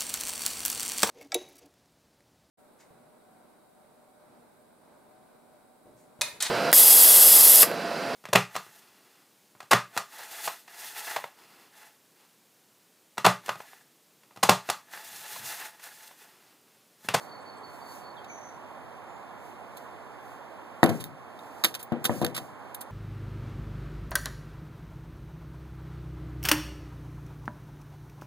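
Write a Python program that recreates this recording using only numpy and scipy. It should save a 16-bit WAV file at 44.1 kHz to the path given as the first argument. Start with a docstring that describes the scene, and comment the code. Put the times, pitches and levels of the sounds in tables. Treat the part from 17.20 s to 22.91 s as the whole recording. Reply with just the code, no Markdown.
"""Hoof against a stall door

A horse knocks a hoof against its plank stall door; the loose iron latch clacks and jingles.
A far steady roar fills the yard, a dry hiss swells, small birds call. Two microphone ports are
delayed and subtracted into left and right; gain control ducks after the blows."""
import sys
import numpy as np
from scipy import signal
from scipy.fft import rfft, irfft
from scipy.io import wavfile
from scipy.ndimage import uniform_filter1d

SR = 44100
rng = np.random.default_rng(int(sys.argv[2]) if len(sys.argv) > 2 else 0)


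def unload_audio(sound):
    """Save the sound as a 16-bit wav file, at the path given as the first command line argument."""
    columns = np.transpose(np.atleast_2d(sound))
    # keep every value between -1 and 1, then stretch to whole-number steps
    steps = np.round(np.clip(columns, -1, 1) * 32767)
    wavfile.write(sys.argv[1], SR, steps.astype(np.int16))


N = 251811


def amp(db):
    return 10 ** (np.asarray(db) / 20)


def rms_one(x):
    return x / np.sqrt(np.mean(x ** 2) + 1e-20)


def at_hz(points, hz, column=1):
    return np.interp(np.log(hz), np.log(np.array(points)[:, 0]), np.array(points)[:, column])


def butter(x, order, hz, kind):
    return signal.sosfilt(signal.butter(order, hz, kind, fs=SR, output="sos"), x)


def nearness(hz, spot_hz, octaves):
    return np.exp(-(np.log2(hz / spot_hz) / octaves) ** 2)


def drift(rate_hz):
    """Smooth random wander with a spread of 1."""
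    r = np.exp(-2 * np.pi * rate_hz * 40 / SR)   # one step every 40 samples
    slow = signal.lfilter([1], [1, -2 * r, r * r], rng.standard_normal(N // 40 + 2002))[2000:]
    return np.interp(np.arange(N) / 40, np.arange(len(slow)), rms_one(slow))


def ring(clicks, hz, t60):
    """A unit click sets a sine of height 1 ringing."""
    r, w = amp(-60 / (t60 * SR)), 2 * np.pi * hz / SR
    return signal.lfilter([0, np.sin(w)], [1, -2 * r * np.cos(w), r * r], clicks + 1e-18)


def resonance(x, hz, width_hz):
    r, w = np.exp(-np.pi * width_hz / SR), 2 * np.pi * hz / SR
    return signal.lfilter(np.array([1, 0, -1]) * (1 - r * r) / 2, [1, -2 * r * np.cos(w), r * r], x)


def spikes(times, db):
    out = np.zeros(N)
    np.add.at(out, np.round(np.asarray(times) * SR).astype(int), amp(db))
    return out


# Tone of the roar: freq_hz, relative_density_db
ROAR_SPECTRUM = [(30, 7), (80, -9), (180, -13), (242, -7), (388, -8.5), (600, -6), (904, -2), (1300, -9.5),
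                 (1750, -12), (2500, -15.5), (4070, -24.5), (6900, -29.5), (12300, -29.5), (14000, -39),
                 (16000, -46)]
# How alike the roar is at the two ports: freq_hz, correlation
ROAR_LIKENESS = [(60, 0.78), (250, 0.95), (700, 0.71), (2000, 0.1)]

def far_roar(level_db=-47.5):
    """A steady bed of third-octave noise bands, partly alike at the two ports."""
    out, edges = 0, 28 * 2 ** np.arange(0, 9.4, 1 / 3)
    white = rng.standard_normal((2, 2, N))
    for k, (low, high) in enumerate(zip(edges, edges[1:])):
        common, own = butter(white[k % 2], 2, [low, high], "band")
        hz = np.sqrt(low * high)
        alike = at_hz(ROAR_LIKENESS, hz)
        second = alike * common + np.sqrt(1 - alike ** 2) * own
        out = out + amp(at_hz(ROAR_SPECTRUM, hz) + .26 * drift(4.6)) * np.array([common, second])
    return amp(level_db) * rms_one(out)


# Swells of hiss: centre_s, level_db
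HISS_SWELLS = [(0, -53), (.55, -58), (.74, -51), (2.27, -60), (2.6, -61), (3.1, -60.5), (3.74, -44.5),
               (4.25, -61), (4.41, -57.5), (4.951, -41.5), (5.22, -54)]

def dry_hiss(half_width_s=.058):
    """Soft swells of fine dry hiss: faint rustling, and the latch's rattle after the blows."""
    t = np.arange(N) / SR
    swell = sum(amp(db) * np.exp(-((t - s) / half_width_s) ** 2 / 2) for s, db in HISS_SWELLS)
    return swell * rms_one(butter(rng.standard_normal(N), 2, [3900, 14500], "band"))


# One bird repeats a falling whistle: start_s, end_hz, level_db
BIRD_WHISTLES = [(-.08, 4410, -53.5), (0.085, 4390, -51.5), (0.253, 4380, -51.5), (0.424, 4360, -53),
                 (0.607, 4440, -53), (0.808, 4390, -53.5), (.97, 4450, -63)]
# Another answers with thin rising chips: start_s
CHIP_STARTS = [.03, .205, .365, .54]
# Shape of each chip: length_s, start_hz, end_hz, level_db
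CHIP_SHAPE = (.045, 7200, 8350, -60)
# Single calls: start_s, length_s, start_hz, end_hz, level_db, buzz_rad
BIRD_CALLS = [(0.965, 0.04, 3830, 3170, -51, 0.1), (1.079, 0.29, 6150, 5930, -51.5, 0.6),
              (1.098, .022, 2320, 2280, -46, 0), (1.88, 0.15, 7100, 6900, -66, 0.13)]

def birds(whistle_s=.155, whistle_drop_hz=120, buzz_hz=274, echo_t60_s=.4):
    """Near sines that glide fast, then settle; far away they flutter and trail a soft echo."""
    out, t = np.zeros(N), np.arange(N) / SR
    flutter_db, wobble_hz = 3 * drift(60), 18 * drift(90)
    whistles = [(s, whistle_s, hz + whistle_drop_hz, hz, db, 0) for s, hz, db in BIRD_WHISTLES]
    chips = [(s, *CHIP_SHAPE, 0) for s in CHIP_STARTS]
    for s, length, start_hz, end_hz, db, buzz in whistles + chips + BIRD_CALLS:
        progress = (t - s) / length
        on = (progress > 0) & (progress < 1)
        hz = end_hz + (start_hz - end_hz) * (1 - progress[on]) ** 3 + wobble_hz[on] * (1 + 2 * buzz)
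        envelope = np.sin(np.pi * progress[on] ** .5) ** .7 * amp(db + flutter_db[on])
        throat = 2 * np.pi * buzz_hz * t[on]   # its flutter swings loudness and pitch together
        tone = np.sin(2 * np.pi * np.cumsum(hz) / SR + buzz * np.sin(throat))
        out[on] += envelope * (1 + buzz * np.cos(throat)) * tone
    echo = amp(-36 - 60 * t[:SR // 3] / echo_t60_s) * rng.standard_normal(SR // 3)
    return out + signal.fftconvolve(out, echo)[:N]


# Latch hits, levels relative: start_s, clack_db, jingle_db, rise_ms, favoured_mode_hz
LATCH_HITS = [(1.0433, -44.5, -61, 2.2, 6900), (2.5666, -45, -52, 5.9, 6900),
              (3.6306, -15.5, -32, 1.15, 6900), (3.6378, -19, -25, 1.26, 6900),
              (3.659, -29, -41, 1.5, 6900), (3.691, -31, -40, 2.3, 6900), (3.698, -33.5, -49, 1.3, 6900),
              (3.7986, -35, -42.5, 7.9, 10300), (3.8403, -24.5, -30.5, 0.47, 14900),
              (4.19, -47.5, -59, 1.03, 3730), (4.4372, -14.5, -29, 2.1, 10300),
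              (4.4451, -9, -12.5, 0.55, 12700), (4.448, -13, -39, 2.23, 3710), (4.5414, -25, -36, 1, 4000),
              (4.5475, -26.5, -35.5, 3.2, 11600), (4.59, -42, -48, 10.4, 10300),
              (4.627, -46, -41.5, 2.4, 14900), (4.7211, -41.5, -53, 1.15, 6900),
              (4.841, -25, -30, 3.3, 11600), (4.85, -16.5, -25, 4.5, 3665),
              (5.0132, -32.5, -39.5, 2.3, 10300), (5.021, -32.5, -50, 4.2, 3800),
              (5.0458, -17, -25, 1.47, 3930), (5.064, -25.5, -42, 1.03, 6900),
              (5.1442, -29, -40.5, 6, 9000), (5.1636, -26, -32.5, 2.3, 9600),
              (5.1745, -27, -38.5, 4.4, 12700), (5.545, -36.5, -36.5, 2.2, 11600),
              (5.6068, -39.5, -40, 4.8, 9030)]
# Hollow tone of the bolt in its keeper: centre_hz, width_hz, relative_db
CLACK_RESONANCES = [(984, 1380, 1), (1890, 1330, 5), (3450, 1360, 8.5), (5490, 6300, -2.5)]
# Ring of the latch, the bolt lowest: pitch_hz, relative_db, t60_s
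IRON_MODES = [(3720, -9, 0.035), (6900, -12, 0.021), (9000, -5, 0.055), (9600, -28, 0.3), (10300, -18, .05),
              (11600, -6, 0.045), (12700, -16, 0.07), (14900, -7, 0.065)]

def latch_rattle():
    """Each hit is a short chatter of iron on iron: a hollow clack and a bright jingle."""
    clack, jingle = np.zeros((2, N))
    for s, clack_db, jingle_db, rise_ms, _ in LATCH_HITS:
        start = round(s * SR)
        t = np.arange(min(SR // 4, N - start)) / SR
        rise = 1000 * t / rise_ms
        shed_echo = amp(-19 - 60 * t / .17) * np.minimum(rise, 1)
        envelope = rise * np.exp(1 - rise) + shed_echo
        clack[start:start + len(t)] += amp(clack_db) * envelope
        jingle[start:start + len(t)] += amp(jingle_db) * envelope
    chatter = rng.standard_normal((2, N)) * amp(1.5 * drift(300))
    hollow = sum((-1) ** k * amp(db) * resonance(chatter[0], hz, width)
                 for k, (hz, width, db) in enumerate(CLACK_RESONANCES))
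    bright = butter(chatter[1], 2, [8130, 14200], "band")
    return amp(-3.5) * clack * rms_one(hollow) + amp(4.5) * jingle * rms_one(bright)


def latch_ring(favour_db=12):
    """The same hits set the iron ringing; light, bright touches bring out the upper modes."""
    s, clack_db, jingle_db, rise_ms, spot_hz = np.transpose(LATCH_HITS)
    upper_db = -19 + .43 * jingle_db + .92 * (jingle_db - clack_db)
    chance_db = 3 * rng.standard_normal((len(s), len(IRON_MODES)))
    out = 0
    for k, (hz, db, t60) in enumerate(IRON_MODES):
        drive_db = upper_db if k else clack_db   # the bolt follows the clack
        spot_db = favour_db * nearness(hz, spot_hz, .07) + chance_db[:, k]
        out = out + ring(spikes(s + rise_ms / 1000, db + drive_db + spot_db), hz, t60)
    return out


# Hoof and door blows on the planks: start_s, peak_db, contact_ms, favoured_mode_hz
BLOWS = [(3.631, 2.5, 0.16, 359), (3.691, -10.5, 0.75, 700), (4.445, -22.5, 0.2, 330),
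         (4.72, -12.5, 0.72, 238), (4.853, -23, 0.33, 506), (4.895, -8, 0.41, 290), (5.016, -11, 0.6, 630),
         (5.03, -14, 0.92, 323), (5.18, -25, 0.16, 770)]
# Woody body of the door: pitch_hz, relative_db, uncapped_t60_s
PLANK_MODES = [(120.7, -9, 0.41), (162.5, -2, 0.26), (235.7, 5.5, 0.16), (333, 3.5, 0.17), (345, -13, 0.24),
               (422, -13, 0.4), (491.7, -0.5, 0.4), (611.5, -6, 0.23), (677, -4, 0.39), (729, 4, 0.084),
               (772.5, -1.5, 0.18), (953, 4.5, 0.015), (1220, 1, 0.026), (1576, 1, 0.04), (1760, 5, 0.026),
               (916, 16.5, 0.009), (1870, 12.5, 0.024)]

def door_knocks(favour_db=7.6, max_t60_s=.22):
    """Each blow rings the nailed planks briefly; the spot struck colours the knock."""
    out = np.zeros(N)
    for s, peak_db, contact_ms, spot_hz in BLOWS:
        start = round(s * SR)
        click = spikes([0], 0)[:min(SR // 2, N - start)]
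        body = sum(amp(db + favour_db * nearness(hz, spot_hz, .11)) * ring(click, hz, min(t60, max_t60_s))
                   for hz, db, t60 in PLANK_MODES)
        body = butter(body, 2, 400 / contact_ms, "low")   # longer contact, duller knock
        out[start:start + len(body)] += amp(peak_db) * body / np.max(np.abs(body))
    return out


# Tail of the shaking wall: freq_hz, relative_density_db, t60_s
WALL_DECAY = [(50.5, -39.5, 0.2), (110, -4.5, 0.73), (234, -2, 0.5), (510, -4.5, 0.36), (970, -10.5, 0.17),
              (2070, -19, 0.39), (3020, -21.5, 0.337)]

def wall_rumble():
    """The wall shakes on after each blow: noise that dies away band by band."""
    s, peak_db, _, _ = np.transpose(BLOWS)
    blow_power = spikes(s, 2 * (-3 + .86 * peak_db))   # doubling the dB squares the amplitude
    white = rng.standard_normal((2, 2, N))
    out, edges = np.zeros((2, N)), 50 * 2 ** np.arange(0, 6.1, .5)
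    for k, (low, high) in enumerate(zip(edges, edges[1:])):
        hz = np.sqrt(low * high)
        decay = amp(-120 / (at_hz(WALL_DECAY, hz, column=2) * SR))
        power = signal.lfilter([1], [1, -decay], blow_power + 1e-18)
        power = signal.lfilter([.005], [1, -.995], power)   # the wall takes a few ms to build up
        common, own = butter(white[k % 2], 2, [low, high], "band")
        out += amp(at_hz(WALL_DECAY, hz)) * np.sqrt(power) * np.array([common, common + .23 * own])
    return out


def at_ports(pair, lead_s):
    """The second port hears the sound a little before the first."""
    size = N + 64
    advance = np.exp(2j * np.pi * np.fft.rfftfreq(size, 1 / SR) * lead_s)
    return np.array([pair[0], irfft(rfft(pair[1], size) * advance, size)[:N]])


def scene():
    """The yard and the stall as they reach the two ports."""
    far = at_ports(far_roar(), lead_s=.00033)
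    stall = door_knocks() + wall_rumble() + latch_rattle() + latch_ring()
    return far + at_ports(stall, lead_s=.000079) + dry_hiss() + birds()


def gain_control(pair, threshold_db=-41, slope=.15, release_db_per_s=60):
    """Loud hits duck both channels, then the gain creeps back."""
    level_db = 10 * np.log10(uniform_filter1d(np.mean(pair ** 2, axis=0), size=441) + 1e-12)
    fall_db = release_db_per_s * np.arange(N) / SR
    held_db = np.maximum.accumulate(level_db + fall_db) - fall_db
    duck_db = signal.lfilter([.0005], [1, -.9995], -slope * np.maximum(held_db - threshold_db, 0))
    return pair * amp(duck_db)


def record(dry, lag_samples=16, cutoff_hz=16600):
    """Each port minus the delayed other gives left and right; then bass lift, ducking and a top cut."""
    first = butter(dry[0], 1, 36, "high")
    second = butter(amp(.7) * dry[1], 4, 2100, "low")   # a covered port passes no treble
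    late = np.pad([second, first], ((0, 0), (lag_samples, 0)))[:, :N]
    pair = (np.array([first, second]) - late) * amp([[-1.2], [1.2]])
    zero, pole = np.exp(-2 * np.pi * np.array([700, 70]) / SR)
    pair = signal.lfilter([1, -zero], [1, -pole], pair) * amp(-2.5)   # lift the bass that subtraction thins
    pair = butter(pair, 4, 98, "high")   # wind cut
    pair = np.clip(gain_control(pair), -1, 1)
    return signal.sosfilt(signal.cheby2(12, 70, cutoff_hz, fs=SR, output="sos"), pair)


dry = scene()
out = record(dry)
unload_audio(out)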